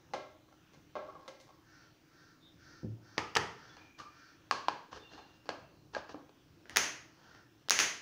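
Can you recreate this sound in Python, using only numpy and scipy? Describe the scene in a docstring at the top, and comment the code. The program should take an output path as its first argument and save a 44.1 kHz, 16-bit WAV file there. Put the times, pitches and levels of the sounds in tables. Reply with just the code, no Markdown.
"""Over steady hum and hiss, hands knock a plastic tray empty over a small tub, set it aside, seat a lid, snap latches.
The place is a bare kitchen, the microphone some 0.6 m from the hands: each blow is a short contact that rings
a few damped modes, answered by echoes and a noise tail from the walls. Slipping food and fingers are dense tiny
impulses; thin rings are trembling single modes. Far outside a crow caws (harmonics and noise through a throat)
and a small bird chirps (a wandering whistle mixed with narrow noise)."""
import sys
import numpy as np
from scipy import signal
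from scipy.io import wavfile
from scipy.ndimage import uniform_filter1d

SR = 44100
rng = np.random.default_rng(int(sys.argv[2]) if len(sys.argv) > 2 else 0)


def materialize(psi):
    """Save the field psi as 16-bit PCM at rate SR to the path in sys.argv[1].

    A 1-D psi becomes a single channel; in a 2-D psi each row is a channel.
    """
    bounded = np.clip(np.atleast_2d(psi).T, -1, 1)
    quanta = np.round(bounded * 32767).astype(np.int16)
    wavfile.write(sys.argv[1], SR, quanta)


N = 353329

# Levels of sources are given ahead of the kitchen, the microphone and the mix in scene().
# Hiss spectrum, only its shape counts: (f/Hz, density/dB per Hz)
HISS_SPECTRUM = [(15, -43), (25, -7), (39, -14.5), (124, 6), (232, -10.5), (304, -0.5), (422, -9.5),
                 (669, -11), (1640, -14.5), (1980, -17), (5880, -20), (8370, -33.5), (13300, -34.5),
                 (14800, -27), (15600, -23.5), (15900, -77)]
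HISS_DB = -65.5  # RMS
HUM_HZ, HUM_WIDTH_HZ, HUM_DB = 312.5, 36, -70.5  # RMS
# Kitchen reverberation: (f/Hz, t60/s)
WALL_DECAY = [(100, 0.44), (260, 0.58), (700, 0.48), (1840, 0.53), (4850, 0.47), (12800, 0.34)]
# First reflections, against a tail of unit energy: (t/ms, level/dB)
FIRST_ECHOES = [(2.5, -12.5), (5.5, -10), (9.5, -7.5), (12, -8), (17, -15), (24, -23.5)]
TRAVEL_S = .0018  # from the hands to the microphone
BASS_DB_PER_OCTAVE = -5  # the lower the struck spot rings, the more bass the blow carries

# Blows, five tables: (t/s, peak level/dB, favoured f/Hz, treble/dB, walls/dB)
# Hand taps on the tray
TRAY_TAPS = [(0.134, -23.5, 636, -10, 1.9), (0.733, -48.5, 465, -1.5, 5.5), (0.952, -32, 600, -18.5, 8),
             (1.085, -42.5, 1220, -44, 4.5), (1.15, -41.5, 1100, -31, 1), (1.277, -33.5, 556, -4, 1.5),
             (1.399, -44, 590, 6, 6.5), (1.488, -51.5, 1110, -15, 1.5)]
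# A dull bump on the table
TABLE_THUMPS = [(0.77, -50.5, 150, -30, -1), (2.829, -36, 300, -28, -4), (2.843, -28.5, 113, -33, 1)]
# The tray meets the shelf
TRAY_SET_DOWN = [(3.17, -43, 900, -19, -5), (3.178, -16.5, 1280, -5.5, 0.5), (3.3505, -21, 3120, 3, 1.5),
                 (3.361, -16.5, 1360, -12.5, 5), (3.3658, -12, 1770, 2, -5)]
# The lid is lifted and seated
LID_TAPS = [(3.766, -39, 1900, -9.5, 0), (3.988, -39.5, 1240, -1, 7), (4.509, -13.5, 1090, -5.5, -1.5),
            (4.682, -15, 940, -10, -4.5), (4.927, -36, 1120, -10, -3.5), (4.959, -39, 425, -6.5, 5),
            (5.133, -37.5, 300, -9.5, -6), (5.177, -44.5, 790, -9.5, 9.5), (5.455, -46, 294, -6, 6),
            (5.489, -18.5, 642, -9.5, -4), (5.934, -41.5, 780, -30, 0), (5.947, -24.5, 1590, -9.5, -1.9),
            (5.964, -25.5, 627, -22, -4.5), (6.091, -35.5, 680, -14, -1), (6.142, -31, 280, -29, -2),
            (6.2915, -47, 393, -8.5, -6)]
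# Latches creak and snap
LATCH_SNAPS = [(6.654, -40.5, 1530, -13, -3), (6.694, -29.5, 1800, 0.5, -3), (6.759, -9.5, 6380, -4, 4),
               (6.768, 0.3, 6460, 5.5, -3), (7.347, -43, 1840, -7, -4.5), (7.684, -27.5, 4040, -1.5, -13),
               (7.6945, -6.5, 3860, 14, -15), (7.705, -1.6, 6600, 2, 0.2), (7.788, -5.7, 6550, 1.5, 5)]

# Damped modes of the struck things, five tables: (f/Hz, width/Hz, level/dB)
# Plastic tray
TRAY_MODES = [(394, 37, -1), (540, 16, 3), (620, 53, -0.5), (811, 140, -2.5), (1100, 105, -2.5),
              (1343, 90, -7), (1610, 67, -7), (2112, 63, -5.5), (2400, 35, -11), (3000, 1600, -18.5),
              (3900, 1500, -17), (5260, 4100, -28.5)]
# Table
TABLE_MODES = [(113, 7, 10.5), (151, 81, 6.5), (300, 78, -9), (500, 26, -9)]
# Shelf
SHELF_MODES = [(131, 160, 4), (455, 134, -2.5), (920, 210, -4), (1220, 170, -11.5), (1940, 460, -10),
               (2700, 1150, -12.5), (4580, 1100, -20)]
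# Lid
LID_MODES = [(321, 27, -2), (567, 87, -3), (850, 49, -3), (1114, 560, 1), (1643, 120, 1),
             (2700, 1430, -3.5), (4300, 680, -4), (6340, 1900, -31)]
# Latches
LATCH_MODES = [(300, 200, -10), (800, 330, -22), (2020, 530, 12.5), (2676, 1000, 12), (4700, 2500, 5.5),
               (9160, 2040, -3.5), (15000, 1000, -8.5)]

# Diced food tumbling down the tray: (t/s, length/s, level/dB)
FOOD_TUMBLES = [(0.48, 0.069, -71), (1.003, 0.33, -68.5), (1.45, 0.074, -69.5)]
# Caws outside: (t/s, level/dB, rasp against voice/dB)
CAWS = [(1.639, -70, -10), (2.09, -71.5, -9), (2.58, -67.5, -8), (3.011, -69.5, -7.5), (3.53, -66.5, -10.5),
        (4.1, -67.5, -10), (7.2, -70, -14)]
# Crow's throat, voiced part: (f/Hz, width/Hz, level/dB)
THROAT = [(1532, 110, 0.5), (1620, 490, 1), (1930, 480, -10)]
# Crow's upper throat, rasp: (f/Hz, width/Hz, level/dB)
UPPER_THROAT = [(4550, 340, 1), (5390, 2400, 10)]
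CAW_S, CAW_HZ = .28, 458  # length; top of the pitch arch
# Chirps smeared by distance: (t/s, length/s, level/dB, f/Hz, width/Hz)
CHIRPS = [(2.395, 0.15, -74, 3660, 336)]
# Fingers and food sliding on plastic: (t/s, length/s, level/dB)
SLIDE_STROKES = [(3.534, 0.41, -70.5), (3.976, 0.051, -59), (4.906, 0.09, -58), (5.093, 0.12, -64),
                 (5.24, 0.16, -74.5), (5.924, 0.084, -56.5), (6.08, 0.056, -61), (6.676, 0.19, -62),
                 (7.125, 0.32, -71)]
# Sliding spectrum, only its shape counts: (f/Hz, density/dB per Hz)
SLIDE_SPECTRUM = [(120, -12.5), (200, -11), (640, -15.5), (774, -12), (1830, -10.5), (2180, -30.5),
                  (2810, -13.5), (5670, -20), (9000, -39), (11700, -71.5), (19800, -120)]
SLIDE_TILT_DB = -5.5  # at 3500 Hz, mirrored at 500 Hz
# Thin wavering rings, of the lid and perhaps a bracelet: (t/s, level before decay/dB, f/Hz, t60/s)
TINKLE_RINGS = [(3.69, -66, 3420, 0.4), (3.779, -64.5, 2400, 1.8), (3.988, -46.5, 1190, 0.43),
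                (4.99, -65, 3580, 0.99), (5.03, -66, 2777, 1.9), (5.088, -69, 4153, 0.81),
                (5.63, -71.5, 2700, 0.46), (5.96, -66, 1570, 0.52)]

# Microphone response: (f/Hz, level/dB)
MICROPHONE = [(30, -16), (70, -2), (150, -6.5), (4000, 1.5), (6400, 5.5), (7600, -4), (10000, -6.5),
              (13500, -14), (15000, -4.5), (16500, -15)]
LIMIT_DB, SQUEEZE = -24.5, 0.51  # gain control threshold; dB taken off per dB above it
HELD_LEVEL_FALL_DB_PER_S = 110.5
EDGE_HZ = 17000  # band limit


def amp(db):
    """Amplitude factor for a level in dB."""
    return 10 ** (np.asarray(db) / 20)


def evened(x):
    """The same signal at unit RMS."""
    return x / np.sqrt(np.mean(x ** 2) + 1e-20)


def read(points, hz):
    """Curve through (f, value) points, straight over log frequency and level past its ends."""
    f, value = np.transpose(points)
    return np.interp(np.log(hz + 1), np.log(f + 1), value)


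def add(mix, s, sound):
    """Lay a sound into the mix at s seconds, cut at the mix's end."""
    part = mix[round(s * SR):][:len(sound)]
    part += sound[:len(part)]


def resonate(x, modes):
    """Sum of damped resonances that start from rest, each with its dB at its centre."""
    out = np.zeros(len(x))
    for hz, width, db in modes:
        r = np.exp(-np.pi * width / SR)
        pole = r * np.exp(2j * np.pi * hz / SR)
        out += amp(db) * 2 * signal.lfilter([1 - r], [1, -pole], x).imag
    return out


def causal(points, size=4096):
    """Minimum-phase impulse response with the given dB curve."""
    log_gain = np.log(amp(read(points, abs(np.fft.fftfreq(size, 1 / SR)))))
    spectrum = np.exp(log_gain - 1j * signal.hilbert(log_gain).imag)
    return np.fft.ifft(spectrum).real[:size // 2]


def hum():
    """Noise through one narrow resonance: a tone that wavers in level."""
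    return amp(HUM_DB) * evened(resonate(rng.standard_normal(N), [(HUM_HZ, HUM_WIDTH_HZ, 0)]))


def hiss():
    """Random short-time spectra whose level drifts in slow patches below 7 kHz."""
    frames, hz = N // 256 + 5, np.fft.rfftfreq(1024, 1 / SR)
    real, imag, patches = rng.standard_normal((frames, 513, 3)).T
    patches = uniform_filter1d(patches, 16, axis=0)  # over frequency
    patches = evened(uniform_filter1d(patches, 30, axis=1))  # over time
    level_db = read(HISS_SPECTRUM, hz)[:, None] + 2.2 * patches * (hz < 7000)[:, None]
    noise = signal.istft((real + 1j * imag) * amp(level_db), nperseg=1024, noverlap=768)[1][:N]
    return amp(HISS_DB) * evened(noise)


def walls():
    """One path through the kitchen: a few echoes, then sparse taps whose bands die at their own speed."""
    taps = np.zeros(SR)
    at = np.arange(0, SR - 16, 16) + rng.integers(0, 16, (SR - 1) // 16)
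    taps[at] = rng.choice([-1., 1.], len(at))
    hz, t, z = signal.stft(taps, SR, nperseg=256)
    decay_db = -60 * t / read(WALL_DECAY, hz)[:, None]
    tail = signal.istft(z * amp(decay_db), SR, nperseg=256)[1][:SR]
    tail *= np.clip((np.arange(SR) / SR - .005) / 0.0098, 0, 1)  # builds up from 5 ms on
    tail /= np.linalg.norm(tail)
    for ms, db in FIRST_ECHOES:
        scatter = rng.standard_normal(160) * np.hanning(160)  # cluttered surfaces smear each echo
        add(tail, ms / 1000, amp(db) * scatter / np.linalg.norm(scatter))
    # low-pass of the echoes and tail near 15.7 kHz
    return signal.fftconvolve(tail, causal([(15500, 0), (15900, -40)]))


def blows(table, modes, paths, contact_ms, chatter_share, body_db, near_db):
    """A push rings the modes, most those near the struck spot; lower spots carry more bass, treble is set per blow."""
    out, t = np.zeros(N), np.arange(8192) / SR
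    mode_ring = resonate(1. * (t == 0), modes)
    near = causal([(120, near_db), (450, 0)])  # bass on the straight path
    t_contact = t[:1024]
    contact = np.exp(-((t_contact - .0006) * 1000 / contact_ms) ** 2)
    for k, (s, db, hz, treble_db, walls_db) in enumerate(table):
        bass_db = body_db + BASS_DB_PER_OCTAVE * np.log2(hz / 1000)
        tilt = causal([(40, bass_db - 30.5), (100, bass_db - 7.5), (300, bass_db), (1100, 0.015),
                       (4000, treble_db), (12000, 1.93 * treble_db + 5.0)])
        spot = causal([(hz / 1.224, 0), (hz, 9), (hz * 1.22, 0)])
        ring = signal.fftconvolve(signal.fftconvolve(mode_ring, tilt), spot)[:len(t)]
        ring *= amp(db) / abs(ring).max()
        # the surfaces chatter while they touch
        chatter = rng.standard_normal(1024) * (rng.random(1024) < .15) * contact
        push = chatter_share * chatter + signal.unit_impulse(1024, 26)
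        straight = signal.fftconvolve(signal.fftconvolve(ring, near), push)
        add(out, s + TRAVEL_S, straight)
        reflected = signal.fftconvolve(ring, paths[k % len(paths)])
        add(out, s + TRAVEL_S, amp(walls_db) * reflected)
    return out


def tray_taps(paths):
    """Hands on the plastic tray: long contact, ringing narrow modes."""
    return blows(TRAY_TAPS, TRAY_MODES, paths, contact_ms=9, chatter_share=0.2354, body_db=-8, near_db=-13)


def tumbles():
    """Diced food: sparse soft pats of uneven size ring the tray."""
    sizes = amp(1.7 * np.minimum(rng.exponential(1, N), 3))
    pats = sizes * (rng.random(N) < 150 / SR)  # about 150 pats per second
    soft = causal([(500, 0), (1100, 7.5), (2500, -7.5)])
    pats = evened(signal.oaconvolve(resonate(pats, TRAY_MODES), soft)[:N])
    out = np.zeros(N)
    for s, length, db in FOOD_TUMBLES:
        burst = pats[round(s * SR):][:round(length * SR)]
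        add(out, s, amp(db) * burst * signal.windows.tukey(len(burst), .3))
    return out


def thumps(paths):
    """Dull bumps ring the low modes of the table."""
    return blows(TABLE_THUMPS, TABLE_MODES, paths, contact_ms=6.5, chatter_share=0.3, body_db=4, near_db=2.5)


def crow():
    """Hoarse pulses on an arched pitch, mixed with noise, through the throat."""
    out = np.zeros(N)
    arch = np.sin(np.linspace(0, np.pi, round(CAW_S * SR)))
    for s, db, rasp_db in CAWS:
        wobble = evened(uniform_filter1d(rng.standard_normal(SR), 600))[:len(arch)]
        turns = np.cumsum(CAW_HZ * (.96 + .04 * arch + .016 * wobble)) / SR
        folds = sum(np.cos(2 * np.pi * k * turns) for k in range(3, 14))  # harmonics 3 to 13
        drive = .6 * evened(folds) + rng.standard_normal(len(folds))
        voice = evened(resonate(resonate(drive, THROAT), THROAT))
        rasp = evened(resonate(resonate(drive, UPPER_THROAT), UPPER_THROAT))
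        add(out, s, amp(db) * (voice + amp(rasp_db) * rasp) * arch ** .7)
    return out


def small_birds():
    """Each chirp is a whistle that wanders fast in pitch, mixed with noise in the same band."""
    out = np.zeros(N)
    for s, length, db, hz, width in CHIRPS:
        wander, fuzz = rng.standard_normal((2, SR // 2))
        wander = evened(uniform_filter1d(uniform_filter1d(wander, 500), 500))
        whistle = np.sin(2 * np.pi * np.cumsum(hz + 0.84 * width * wander) / SR)
        band = [(hz, width, 0)]
        chirp = .45 * whistle + evened(resonate(resonate(fuzz, band), band))
        size = round(length * SR)
        add(out, s, amp(db) * chirp[:size] * signal.windows.tukey(size, .7))
    return out


def set_down(paths):
    """The tray meets the shelf, whose broad modes die fast."""
    return blows(TRAY_SET_DOWN, SHELF_MODES, paths, contact_ms=5, chatter_share=0.36, body_db=-0.5, near_db=-9)


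def slides():
    """Fingers and food on plastic: dense tiny slips of uneven size under each stroke."""
    sizes = amp(2.5 * np.minimum(rng.exponential(1, N), 4))
    slips = rng.choice([-1, 1], N) * sizes * (rng.random(N) < 4000 / SR)  # about 4000 per second
    slips = evened(signal.oaconvolve(slips, causal(SLIDE_SPECTRUM))[:N])
    tilt = causal([(500, -SLIDE_TILT_DB), (3500, SLIDE_TILT_DB)])
    out = np.zeros(N)
    for s, length, db in SLIDE_STROKES:
        stroke = slips[round(s * SR):][:round(length * SR)]
        stroke = stroke * signal.windows.tukey(len(stroke), .5)
        add(out, s, amp(db) * signal.fftconvolve(stroke, tilt))
    return out


def tinkles():
    """Single thin modes, kept trembling by the moving hand; each lasts a second at most."""
    out, t = np.zeros(N), np.arange(SR) / SR
    for s, db, hz, t60 in TINKLE_RINGS:
        tremble = evened(resonate(rng.standard_normal(SR), [(hz, 35, 0)]))
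        tone = 0.25 * np.sin(2 * np.pi * hz * t) + 0.5 * tremble
        onset = np.minimum(t / 0.0069, 1)
        add(out, s, amp(db - 60 * t / t60) * onset * tone)
    return out


def lid_taps(paths):
    """The lid is lifted and seated: short contacts ring narrow and broad modes."""
    return blows(LID_TAPS, LID_MODES, paths, contact_ms=4, chatter_share=0.2671, body_db=-1, near_db=-8.5)


def latches(paths):
    """Latches creak and snap: the shortest contacts, bright broad modes."""
    return blows(LATCH_SNAPS, LATCH_MODES, paths, contact_ms=0.93, chatter_share=0.3, body_db=15.5, near_db=-10)


def scene():
    """Blows near the microphone, with the faint sounds straight and through one kitchen path."""
    paths = [walls() for _ in range(5)]
    knocks = tray_taps(paths) + thumps(paths) + set_down(paths) + lid_taps(paths) + latches(paths)
    faint = tumbles() + crow() + small_birds() + slides() + tinkles()
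    reflected = signal.fftconvolve(faint, paths[0])[:N]
    return (knocks + amp(6.0) * faint + amp(-3.0) * reflected)[None]


def record(dry):
    """A microphone that peaks near 6 kHz, gain control that ducks just after loud snaps, hum, hiss, band limit."""
    heard = signal.oaconvolve(dry, causal(MICROPHONE)[None])[:, :N]
    average = np.ones(128) / 128  # 3 ms
    power_db = 10 * np.log10(signal.lfilter(average, 1, heard ** 2) + 1e-12)
    # the held level jumps up with peaks and falls at a steady rate
    climb = np.arange(N) * HELD_LEVEL_FALL_DB_PER_S / SR
    held_db = np.maximum.accumulate(power_db + climb, axis=1) - climb
    over_db = np.maximum(held_db - LIMIT_DB, 0)
    heard = heard / amp(SQUEEZE * signal.lfilter(average, 1, over_db))
    heard = heard + hiss() + hum()
    band_limit = signal.firwin(511, EDGE_HZ, window=("kaiser", 9), fs=SR)
    return signal.oaconvolve(heard, band_limit[None], "same")


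dry = scene()
out = record(dry)
materialize(out)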